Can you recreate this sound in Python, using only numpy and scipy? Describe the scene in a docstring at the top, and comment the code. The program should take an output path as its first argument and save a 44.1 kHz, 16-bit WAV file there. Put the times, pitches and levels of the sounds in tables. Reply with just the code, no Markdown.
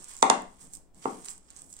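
"""Wet minced meat is kneaded by hand in a bowl on a kitchen counter, close to the microphone.
Its sticky films rupture in a fine crackle, air pockets pop and the lump thuds softly under the hand.
The bowl skids and knocks on the counter, twice hard and once softly: friction gives a train of slips,
and each impact excites heavily damped modes. The small room answers with reverberation and standing
waves, over a quiet rumble."""
import sys
import numpy as np
from scipy import signal
from scipy.fft import rfft, irfft, next_fast_len
from scipy.io import wavfile
from scipy.ndimage import uniform_filter1d, minimum_filter1d

SR = 44100
rng = np.random.default_rng(int(sys.argv[2]) if len(sys.argv) > 2 else 0)


def generate_wav(sig):
    """Save sig (samples, or channels by samples) to the path in sys.argv[1] as 16-bit PCM at SR."""
    pcm = np.round(np.clip(np.atleast_2d(sig).T, -1, 1) * 32767).astype(np.int16)
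    wavfile.write(sys.argv[1], SR, pcm)


N = 79380
TIME = np.arange(N) / SR

# Envelopes of the kneading, one list per stroke: time_s, crackle_db, squish_db, sparkle_db (all relative)
KNEADING_STROKES = [
    [(0.0, -51, -63, -77), (0.074, -56, -59, -71), (0.098, -55, -55.5, -65), (0.19, -47, -59.5, -72),
     (0.215, -57, -78, -93)],
    [(0.58, -72.5, -70.5, -81), (0.62, -52.5, -61.5, -67), (0.71, -64.5, -73, -80.5),
     (0.754, -51, -67.5, -57), (0.8, -79.5, -81, -97), (0.93, -99, -89, -103)],
    [(0.955, -61.5, -72, -84.5), (1.004, -65, -67.5, -74), (1.04, -53, -53.5, -73.5)],
    [(1.2, -62, -63.5, -72), (1.25, -53, -62, -72), (1.263, -52, -50, -60.5), (1.275, -53, -59.5, -67),
     (1.308, -45, -56, -58), (1.4, -68.5, -89, -100)],
    [(1.5, -65, -63.5, -88), (1.555, -65, -67.5, -78), (1.568, -49.5, -60, -73.5),
     (1.668, -63.5, -77.5, -77), (1.722, -61.5, -71, -69), (1.73, -47, -67, -66.5),
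     (1.745, -57.5, -71.5, -76), (1.8, -58.5, -57, -76)],
]
# Spectra of the bright crackle (ringing at the microphone's resonance), the fine sparkle and
# the wet squish: frequency_hz, level_db
CRACKLE_SPECTRUM = [(100, -64), (700, -50.5), (2000, -27), (3000, -23.5), (5200, -5), (6800, -0.5),
                    (7700, 15.5), (9300, 0), (10400, -15), (15500, -39.5)]
SPARKLE_SPECTRUM = [(3000, -43.5), (7000, -1), (9000, 3), (11000, -13.5), (15500, -15.5)]
SQUISH_SPECTRUM = [(60, -68), (250, -13), (500, -17), (950, 0.5), (1500, -7.5), (2200, -9.5), (3000, -7.5),
                   (4500, -8.5), (7000, -8), (15000, -33.5)]
def tearing_paste():
    """Film rupture: sticky films crackle, the thinnest sparkle, and the wet mass squishes lower down."""
    time_s, *levels = np.vstack(KNEADING_STROKES).T
    crackle_db, squish_db, sparkle_db = [np.interp(TIME, time_s, level) for level in levels]
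    crackle = from_db(crackle_db - 0.5) * snaps(CRACKLE_SPECTRUM, per_s=1700, spread_db=3.2, spots=6)
    sparkle = from_db(sparkle_db + 14) * snaps(SPARKLE_SPECTRUM, per_s=1200, spread_db=-1, spots=3)
    squish = from_db(squish_db + 0.5) * snaps(SQUISH_SPECTRUM, per_s=810, spread_db=-1.5, spots=6)
    return crackle + sparkle + squish


def snaps(spectrum, per_s, spread_db, spots):
    """Shot noise: random impulses from several spots, swelling in clumps, add up to a texture of rms 1."""
    clump_s, clump_db = 0.005, 2.5
    out = 0
    for _ in range(spots):
        occurs = rng.random(N) < per_s / spots / SR
        clump = np.interp(TIME / clump_s, np.arange(N), rng.standard_normal(N))
        size_db = spread_db * np.minimum(rng.exponential(1, N), 3) + clump_db * clump
        impulses = occurs * from_db(size_db) * rng.choice([-1, 1], N)
        out = out + paste_spot(impulses, spectrum)
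    return unit_rms(out)


PASTE_PAN_DB, PASTE_LAG_MS = -2, 0.43
def paste_spot(impulses, spectrum, unit_peak=False):
    """Source and filter: each spot in the paste gives its impulses their own pitch, colour and position."""
    hz = np.geomspace(60, 16000, 40)
    pitch_shift = np.exp(0.045 * rng.standard_normal())
    level_db = at_hz(spectrum, hz * pitch_shift) + 2 * rng.standard_normal(len(hz))
    pan, lag = rng.standard_normal(2)
    sound = colour(impulses, np.column_stack([hz, level_db]), unit_peak)
    return place(sound, PASTE_PAN_DB + 3 * pan, PASTE_LAG_MS + 0.1 * lag)


# Air pockets bursting in the paste: start_s, level_db, body_relative_db
AIR_POCKETS = [(.0432, -27.5, -16), (.0932, -34, -14), (.1365, -34, -16), (.1668, -28.5, -13),
               (.1885, -34, -10), (.2115, -34, -16), (.4205, -34, -18), (.7358, -27, -24),
               (.7400, -31, -24), (.7528, -29, -22), (.7705, -33, -22), (.9460, -46, -10),
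               (1.2465, -30, -16), (1.2550, -31, -16), (1.2595, -29, -14), (1.2852, -24, -1),
               (1.2925, -27, -16), (1.3038, -29, -18), (1.3790, -36, -16), (1.5040, -34, -7),
               (1.5095, -42, -4), (1.5645, -31, -13), (1.6195, -32, -20), (1.7022, -39, -20),
               (1.7280, -31, -24), (1.7392, -33, -12), (1.7665, -33, -18), (1.7905, -34, -7)]
# Spectra of the bright snap and the wet body of a pop: frequency_hz, level_db
SNAP_SPECTRUM = [(300, -60), (2000, -34), (6500, -13), (7800, 0), (9400, -9), (10600, -22), (15500, -27)]
BODY_SPECTRUM = [(80, -36), (400, -23.5), (1000, 2.5), (2000, -7.5), (4200, 3.5), (6000, 3), (12000, -41)]
def air_pops():
    """Pressure release: a pocket opens with a snap and a wet body, then closes with a smaller snap."""
    out = 0
    for start_s, level_db, body_relative_db in AIR_POCKETS:
        close_s = start_s + 0.0012 * rng.uniform(0.37, 1)
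        pair = clicks([start_s, close_s], from_db([level_db, level_db - 5]))
        bright = paste_spot(pair, SNAP_SPECTRUM, unit_peak=True)
        burst = clicks([start_s], from_db([level_db + body_relative_db]))
        body = colour(burst, BODY_SPECTRUM, unit_peak=True)
        out = out + bright + place(body, PASTE_PAN_DB, PASTE_LAG_MS)
    return out


# Envelope of the hand pressing the lump against the bowl: time_s, relative_db
HAND_PRESSES = [(0, -51.5), (.07, -69.5), (.57, -79.5), (.64, -55.5), (.71, -63), (.78, -58), (.9, -82),
                (.97, -58.5), (1.2, -69), (1.33, -66.5), (1.52, -74.5), (1.65, -59.5), (1.8, -72.5)]
# Spectrum of the rubbing lump: frequency_hz, level_db
RUB_SPECTRUM = [(40, -24.5), (130, -9.5), (187, 2), (225, -14), (268, 0.5), (340, -13.5), (800, -14.5),
                (2000, -39)]
def lump_rubbing():
    """Friction noise: a low rub swells into a soft thud as the hand presses the lump."""
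    level_db = np.interp(TIME, *np.transpose(HAND_PRESSES)) - 2.5
    return from_db(level_db) * stereo_noise(RUB_SPECTRUM, width=0.4)


# Impacts that ring the bowl: its knocks on the counter, and the lump landing heavily just before the soft
# knock: start_s, level_db, contact_ms
BOWL_IMPACTS = [(0.2259, 0.5, 0.26), (0.2997, -2, 0.13), (1.0494, -14.5, 3.24), (1.0548, -10.5, 0.58)]
# Modes of the loaded bowl: pitch_hz, level_db
BOWL_MODES = [(240, -21.5), (430, -13), (592, -12.5), (760, -4.5), (915, -1), (1125, -7.5), (1350, -14),
              (2100, -19.5), (2750, -17.5), (3560, -14)]
def bowl_knocks():
    """Modal vibration: impacts ring modes damped by paste and hand; a longer contact sounds duller."""
    t60_s, spread_db = 0.017, 1.5
    out = np.zeros(N)
    for start_s, level_db, contact_ms in BOWL_IMPACTS:
        age = np.maximum(TIME - start_s, 0)
        ring = 0
        for k, (pitch_hz, mode_db) in enumerate(BOWL_MODES):
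            decay = from_db(mode_db + spread_db * rng.standard_normal() - 60 * age / t60_s)
            ring += (-1) ** k * decay * np.sin(2 * np.pi * pitch_hz * age)  # neighbours in antiphase
        push = signal.windows.hann(max(int(contact_ms * SR / 1000), 3))
        out += from_db(level_db) * signal.lfilter(push / push.sum(), 1, ring)
    return high_pass(out, order=4, cutoff_hz=150)  # the knocks carry no deep bass


# Landings of the bowl's hard foot: start_s, level_db
FOOT_LANDINGS = [(.2273, -0.5), (.2995, -3.5), (.3007, -13)]
# Skids of the foot on the counter: start_s, end_s, start_db, end_db
FOOT_SKIDS = [(.2226, .2282, -27, -11), (.2995, .3024, -7, -25)]
# Spectrum of the clack: frequency_hz, level_db
FOOT_SPECTRUM = [(60, -61.5), (300, -29), (900, -9.5), (2000, -4), (3500, -8), (5200, -5.5), (6800, -1.5),
                 (8000, -1.5), (9200, -7.5), (10600, -20), (12500, -36)]
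def foot_clacks():
    """Stick-slip friction and impact: the foot skids in a run of tiny slips and clacks as it lands."""
    slips_per_s = 6000
    grip = sum(from_db(np.interp(TIME, [start_s, end_s], [start_db, end_db], -np.inf, -np.inf))
               for start_s, end_s, start_db, end_db in FOOT_SKIDS)
    slips = grip * (rng.random(N) < slips_per_s / SR) * rng.choice([-1, 1], N)
    skid = high_pass(slips + 1e-18, order=2, cutoff_hz=4500)
    start_s, level_db = np.transpose(FOOT_LANDINGS)
    return colour(clicks(start_s, from_db(level_db)) + skid, FOOT_SPECTRUM, unit_peak=True)


# Reverberation time of the kitchen: frequency_hz, t60_s
REVERB_TIMES = [(150, .45), (300, .38), (900, .33), (3000, .34), (8000, .3), (15000, .22)]
# Strength of its reverberation: frequency_hz, level_db
REVERB_LEVELS = [(100, 3.5), (250, 5), (500, -2), (950, -2), (2000, -0.5), (4000, -10.5), (8000, -12),
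                 (15000, -12)]
def kitchen_reverb(x):
    """Diffuse field: reflections decay band by band, coherent at the two microphone ports in the bass."""
    gap_s, build_s, port_spacing_m, sound_m_per_s = 0.0012, 0.00089, 0.21, 343
    t, hz = TIME[:SR // 2], np.arange(SR // 4 + 1) * 2
    centres = np.geomspace(70, 16000, 20)
    mid, side = rfft(rng.standard_normal((2, len(t))))
    coherence = np.sinc(2 * hz * port_spacing_m / sound_m_per_s)
    white = np.sqrt(1 + coherence) * mid + np.sqrt(1 - coherence) * side * [[1], [-1]]
    onset = np.clip((t - gap_s) / build_s, 0, 1)
    response = 0
    for centre, weights in zip(centres, np.eye(len(centres))):
        band = at_hz(np.column_stack([centres, weights]), hz)
        tail = irfft(white * band) * onset * from_db(-60 * t / at_hz(REVERB_TIMES, centre))
        tail *= np.sqrt(np.mean(band ** 2) / np.sum(tail ** 2, axis=1, keepdims=True))
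        response = response + tail * from_db(at_hz(REVERB_LEVELS, centre))
    return signal.fftconvolve(x[None], response, axes=1)[:, :N]


# Modes of the air between the walls: pitch_hz, gain_db, t60_s
STANDING_WAVES = [(124, 12, .6), (192, 16, .5), (261, 14, .42)]
def room_boom(knocks):
    """Resonance: standing waves between the walls hum on after each knock."""
    out = 0
    for pitch_hz, gain_db, t60_s in STANDING_WAVES:
        radius = from_db(-60 / (t60_s * SR))
        feedback = [1, -2 * radius * np.cos(2 * np.pi * pitch_hz / SR), radius ** 2]
        out = out + from_db(gain_db) * signal.lfilter([1 - radius, 0, radius - 1], feedback, knocks)
    return out


# Spectrum of the background: frequency_hz, level_db
RUMBLE_SPECTRUM = [(15, 3), (30, -12), (60, -7.5), (120, -19), (300, -18), (1000, -31), (3000, -47),
                   (8000, -52), (11000, -57.5), (16000, -48.5)]
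def background_rumble():
    """Stationary noise: a quiet, steady rumble lies under the scene."""
    return from_db(-58.5) * stereo_noise(RUMBLE_SPECTRUM, width=0.6)


def from_db(db):
    """Amplitude ratio of a level in decibels."""
    return 10 ** (np.asarray(db) / 20)


def unit_rms(x):
    """Normalisation to unit power."""
    return x / np.sqrt(np.mean(x ** 2) + 1e-20)


def at_hz(points, hz):
    """Interpolation of a table on a log-frequency axis."""
    frequency_hz, value = np.transpose(points)
    return np.interp(np.log(np.maximum(hz, 1)), np.log(frequency_hz), value)


def colour(x, spectrum, unit_peak=False):
    """Minimum-phase filtering to a spectrum; with unit_peak a unit click comes out with height 1."""
    size = 2 * (next_fast_len(N + SR // 2) // 2)
    hz = np.arange(size // 2 + 1) * SR / size
    cepstrum = irfft(np.log(from_db(at_hz(spectrum, hz))))
    cepstrum[1:size // 2] *= 2  # folding onto positive time makes the filter causal
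    cepstrum[size // 2 + 1:] = 0
    response = np.exp(rfft(cepstrum))
    if unit_peak:
        response /= np.abs(irfft(response)).max()
    return irfft(rfft(x, size) * response)[..., :N]


def high_pass(x, order, cutoff_hz):
    """Maximally flat high-pass filtering."""
    return signal.sosfilt(signal.butter(order, cutoff_hz, "high", fs=SR, output="sos"), x)


def clicks(times_s, gains):
    """Impulse excitation at the given times."""
    samples = np.round(np.asarray(times_s) * SR).astype(int)
    return np.bincount(np.clip(samples, 0, N - 1), gains, N)


def place(x, pan_db, lag_ms):
    """Localisation by level and time difference: pan_db is left minus right, lag_ms delays the left."""
    delayed = np.interp(TIME - lag_ms / 1000, TIME, x)
    return np.array([delayed * from_db(pan_db / 2), x * from_db(-pan_db / 2)])


def stereo_noise(spectrum, width):
    """Partial coherence: coloured noise of rms 1, partly shared by both sides."""
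    mid, side = colour(rng.standard_normal((2, N)), spectrum)
    return unit_rms(np.array([mid + width * side, mid - width * side]))


def scene():
    """Superposition: paste and bowl, to the right, add to the room's response and the rumble."""
    paste = tearing_paste() + air_pops()
    knocks, clacks = bowl_knocks(), foot_clacks()
    bowl = place(knocks, pan_db=-9.5, lag_ms=0.19) + place(clacks, pan_db=-9, lag_ms=PASTE_LAG_MS)
    rubbing = lump_rubbing()
    room = kitchen_reverb(paste[1] + knocks + clacks) + room_boom(knocks)
    return paste + rubbing + bowl + room + background_rumble()


# Sensitivity difference of the two microphone ports: frequency_hz, left_minus_right_db
PORT_BALANCE = [(40, 0), (250, 4), (600, 6.5), (1200, 2.5), (2500, 0.5), (4500, -5), (8000, -6),
                (11500, 3.5)]
def record(dry):
    """Transduction: each port colours the sound, a fast limiter holds the peaks and the top is cut."""
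    ceiling, reaction_s, cutoff_hz = 0.93, 0.00073, 15800
    ports = np.array([colour(x, [(hz, side * db / 2) for hz, db in PORT_BALANCE])
                      for x, side in zip(dry, (1, -1))])
    size = int(reaction_s * SR)
    needed = np.minimum(1, ceiling / (np.abs(ports) + 1e-9))
    held = minimum_filter1d(needed, 2 * size)
    gain = uniform_filter1d(uniform_filter1d(held, size), size)
    return signal.sosfilt(signal.ellip(10, 0.1, 70, cutoff_hz, fs=SR, output="sos"), ports * gain)


dry = scene()
out = record(dry)
generate_wav(out)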